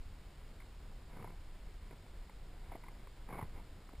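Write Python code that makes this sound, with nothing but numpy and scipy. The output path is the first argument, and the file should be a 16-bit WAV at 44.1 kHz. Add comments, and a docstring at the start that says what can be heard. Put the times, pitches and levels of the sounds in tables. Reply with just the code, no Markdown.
"""A deep rumble, heard under water in a shallow river: the current flows round a camera housing.
Now and then something shifts on the bed, probably gravel: short runs of grinding, soft bumps,
and knocks that make the housing ring. The recorder hisses and holds each sample at a low rate,
which mirrors the knocks faintly into the treble."""
import sys
import numpy as np
from scipy import signal
from scipy.fft import rfft, irfft
from scipy.io import wavfile
from scipy.ndimage import uniform_filter1d

SR = 44100
rng = np.random.default_rng(int(sys.argv[2]) if len(sys.argv) > 2 else 0)


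def master(y):
    """Save y as 16-bit WAV."""
    cut = np.clip(np.atleast_2d(y).T, -1, 1)
    pcm = np.round(cut * 32767)  # scale
    wavfile.write(sys.argv[1], SR, pcm.astype(np.int16))


N = 176400
TIME = np.arange(N) / SR

# The tone of four steady noises. Each row: frequency in Hz, relative strength in dB.
HISS_TONE = [(100, -11.5), (1000, 2.5), (2000, -0.5), (3000, 1), (4000, 0), (5200, -1.5), (5600, -6.5),
             (6000, -14)]
SIDE_HISS_TONE = [(100, -12.5), (1000, 0.5), (2000, -3), (3500, -1), (4800, -0.5), (5600, -4), (6000, -34)]
RUMBLE_TONE = [(10, -13.5), (18, -6.5), (26, 0.5), (39, -7), (50, -9), (70, -23.5), (120, -56), (300, -86)]
WASH_TONE = [(20, -2), (50, -4.5), (75, 1.5), (110, -6.5), (160, -10), (240, -15), (450, -18), (700, -22.5),
             (1000, -27), (1500, -27.5), (2200, -29.5), (3000, -46.5), (6000, -55)]
# How the rumble rises and falls. Each row: time in seconds, level in dB before the boost.
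RUMBLE_LEVELS = [(0.0, -43), (0.02, -50), (0.28, -57.5), (1.0, -50.5), (1.05, -57), (1.16, -51.5),
                 (1.88, -50.5), (2.06, -62), (2.08, -53.5), (2.24, -48.5), (2.31, -58), (2.39, -50.5),
                 (3.17, -54.5), (3.24, -50), (3.45, -53), (3.49, -48), (3.91, -59.5), (4.0, -48)]
# The ways the housing rings. Each row: pitch in Hz, width in Hz, relative level in dB.
HOUSING_RINGS = [(370, 267, 0.5), (745, 170, 0.5), (949, 150, 0.5), (1126, 280, -15), (1435, 140, -9),
                 (2154, 260, -5)]
# Grinding runs. Each row: peak time, rise and fall in seconds, then grit and boom levels in dB.
GRIND_RUNS = [(1.22, 0.085, 0.079, -59, -54), (1.925, 0.014, 0.022, -65, -55),
              (2.72, 0.11, 0.035, -65, -67), (2.86, 0.024, 0.046, -66, -62),
              (3.345, 0.036, 0.048, -51.5, -51.5), (3.43, 0.014, 0.022, -60.5, -54),
              (3.58, 0.021, 0.017, -58.5, -63.5)]
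# Soft bumps. Each row: start in seconds, pitch in Hz, level in dB.
SOFT_BUMPS = [(.055, 75, -47.5), (1.172, 147, -47), (1.195, 159, -43.5), (1.215, 150, -46),
              (1.914, 160, -52), (2.692, 79, -46.5), (3.329, 167, -44), (3.426, 100, -38),
              (3.783, 189, -55)]
# Knocks. Each row: start in seconds, thud, clack and ring levels in dB, clack pitch in Hz.
GRAVEL_KNOCKS = [(.602, -72, -63, -56.5, 1000), (.620, -70, -62, -63, 1000), (1.134, -60, -59, -77, 1000),
                 (1.170, -55, -53, -77, 970), (1.198, -51, -52.5, -65, 950), (1.225, -54, -55, -58, 1100),
                 (1.244, -45, -45, -75, 754), (1.274, -62, -53, -67, 950), (1.303, -54, -55, -66, 990),
                 (1.909, -51, -61, -59, 905), (1.928, -52, -59, -75, 705), (2.063, -58, -58, -68, 840),
                 (2.295, -57, -54.5, -59, 910), (2.716, -53, -45.5, -70, 830), (2.721, -53, -47, -58, 754),
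                 (2.730, -57, -57, -79, 754), (2.737, -56, -62, -61, 950), (2.751, -43, -63, -61, 594),
                 (2.755, -67, -46, -61, 715), (2.761, -66, -55, -72, 750), (2.837, -73, -55, -57.5, 970),
                 (2.864, -76, -57.5, -74, 940), (2.883, -73, -52.5, -53, 1030),
                 (3.072, -57.5, -54, -61.5, 1030), (3.289, -52, -46.5, -58, 860),
                 (3.297, -50.5, -65, -60.5, 950), (3.306, -62, -46.5, -61, 824),
                 (3.327, -48, -44.5, -60, 890), (3.344, -64, -52, -53.5, 1010),
                 (3.355, -48, -47, -60, 1030), (3.380, -52, -49, -55, 940), (3.385, -52, -47.5, -55, 1010),
                 (3.391, -41.5, -38, -55, 880), (3.397, -46.5, -48, -58, 840), (3.413, -65, -43, -55, 920),
                 (3.426, -49.5, -43.5, -55, 910), (3.451, -53, -64, -74, 900), (3.598, -57, -58, -65, 890),
                 (3.891, -55, -54.5, -68, 1020), (3.934, -48, -80, -74, 700), (3.952, -61, -67, -63, 950)]


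def from_db(db):
    """Turn decibels into a number to multiply by."""
    return 10 ** (np.asarray(db) / 20)


def rms_one(sound):
    """Scale a sound so its average level (rms) is 1."""
    return sound / np.sqrt(np.mean(sound ** 2) + 1e-20)


def level(sound, span_s):
    """Follow the level of a sound, averaged over a short span."""
    return np.sqrt(np.abs(uniform_filter1d(sound ** 2, max(int(span_s * SR), 1))) + 1e-20)


def noise(tone):
    """Make steady noise with the given tone, at level 1."""
    hz, db = np.transpose(tone)
    all_hz = np.maximum(np.arange(N // 2 + 1) * SR / N, 1)
    gains = from_db(np.interp(np.log(all_hz), np.log(hz), db))
    return rms_one(irfft(rfft(rng.standard_normal(N)) * gains, N))


def resonate(sound, hz, width_hz):
    """Ring around one pitch; a wider band dies away sooner."""
    low = max(np.sqrt(hz ** 2 + width_hz ** 2 / 4) - width_hz / 2, 10)
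    band = signal.butter(2, [low, low + width_hz], "band", fs=SR, output="sos")
    return signal.sosfilt(band, sound + 1e-18)


def strike(clicks, db, hz, width_hz):
    """Clicks set off one ring, whose level peaks at db."""
    ring = resonate(clicks, hz, width_hz)
    return from_db(db) * ring / level(ring, span_s=.002).max()


def add(out, start_s, sound):
    """Mix a short sound in at its start time."""
    start = int(start_s * SR)
    out[start:start + len(sound)] += sound[:max(N - start, 0)]


def recorder_hiss():
    """The recorder hisses, a little differently left and right."""
    middle = noise(HISS_TONE)
    side = from_db(-10) * noise(SIDE_HISS_TONE)
    return from_db(-68) * np.array([middle + side, middle - side])


def current(boost_db=2, wash_db=-56.5, waver_db=.9, wavers_per_s=16):
    """Swirls of water rumble round the housing, over the river's dull, wavering wash."""
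    swirls, wash = noise(RUMBLE_TONE), noise(WASH_TONE)
    rumble_db = np.interp(TIME, *np.transpose(RUMBLE_LEVELS)) + boost_db
    rumble = from_db(rumble_db) * swirls / level(swirls, span_s=.12)
    waver = rms_one(np.interp(TIME * wavers_per_s, np.arange(400), rng.standard_normal(400)))
    return rumble + from_db(wash_db + waver_db * waver) * wash


def grains(per_s):
    """Grains touch at random moments, making tiny clicks of uneven size."""
    size_db = np.minimum(rng.exponential(1, N), 4)
    clicks = from_db(size_db) * rng.choice([-1, 1], N)
    return clicks * (rng.random(N) < per_s / SR)


def housing(clicks):
    """Clicks make the housing ring at several pitches at once."""
    rings = [from_db(db) * rms_one(resonate(clicks, hz, width)) for hz, width, db in HOUSING_RINGS]
    return rms_one(sum(rings))


def grinding():
    """Crowds of clicks swell and fade over a low boom; stray grains tick all the time."""
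    clicks = grains(per_s=900)
    grit = housing(clicks)
    grit /= level(grit, span_s=.04)
    boom = resonate(clicks, hz=141.6, width_hz=76)
    boom /= level(boom, span_s=.028)
    out = from_db(-72) * housing(grains(per_s=160))   # the stray grains
    for peak_s, rise_s, fall_s, grit_db, boom_db in GRIND_RUNS:
        width_s = np.where(TIME < peak_s, rise_s, fall_s)
        swell = np.exp(-.5 * ((TIME - peak_s) / width_s) ** 2)
        out += swell * (from_db(grit_db) * grit + from_db(boom_db) * boom)
    return out


def bumps():
    """Each bump is one soft tap that sounds only in the bass."""
    out = np.zeros(N)
    tap = signal.unit_impulse(SR // 10)
    for start_s, hz, db in SOFT_BUMPS:
        add(out, start_s, strike(tap, db, hz, width_hz=.61 * hz))
    return out


def knocks(touches=5, slip_s=.0045, fade_db=5):
    """Each knock is a short slip: quick touches, each weaker, sound a thud, a clack and a ring."""
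    out = np.zeros(N)
    for start_s, thud_db, clack_db, ring_db, clack_hz in GRAVEL_KNOCKS:
        along = np.r_[0, rng.random(touches - 1)]   # 0 is the slip's start, 1 its end
        sizes = from_db(-fade_db * along) * rng.choice([-1, 1], touches)
        clicks = np.zeros(SR // 20)
        clicks[(along * slip_s * SR).astype(int)] = sizes
        thud = strike(clicks, thud_db, hz=293, width_hz=340)
        clack = strike(clicks, clack_db, clack_hz, width_hz=325)
        ring = strike(clicks, ring_db, hz=2115, width_hz=280)
        add(out, start_s, thud + clack + ring)
    return out


def scene():
    """Mix the hiss with the river, which is the same left and right."""
    return recorder_hiss() + current() + bumps() + knocks() + grinding()


def record(dry, hold_hz=12000, cutoff_hz=15300):
    """The recorder samples slowly, holds each value and cuts the highest treble."""
    slow = signal.resample(dry, N * hold_hz // SR, axis=1)
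    held = signal.resample(np.repeat(slow, 4, axis=1), N, axis=1)
    treble_cut = signal.ellip(12, .1, 70, cutoff_hz, fs=SR, output="sos")
    return signal.sosfilt(treble_cut, held)


dry = scene()
out = record(dry)
master(out)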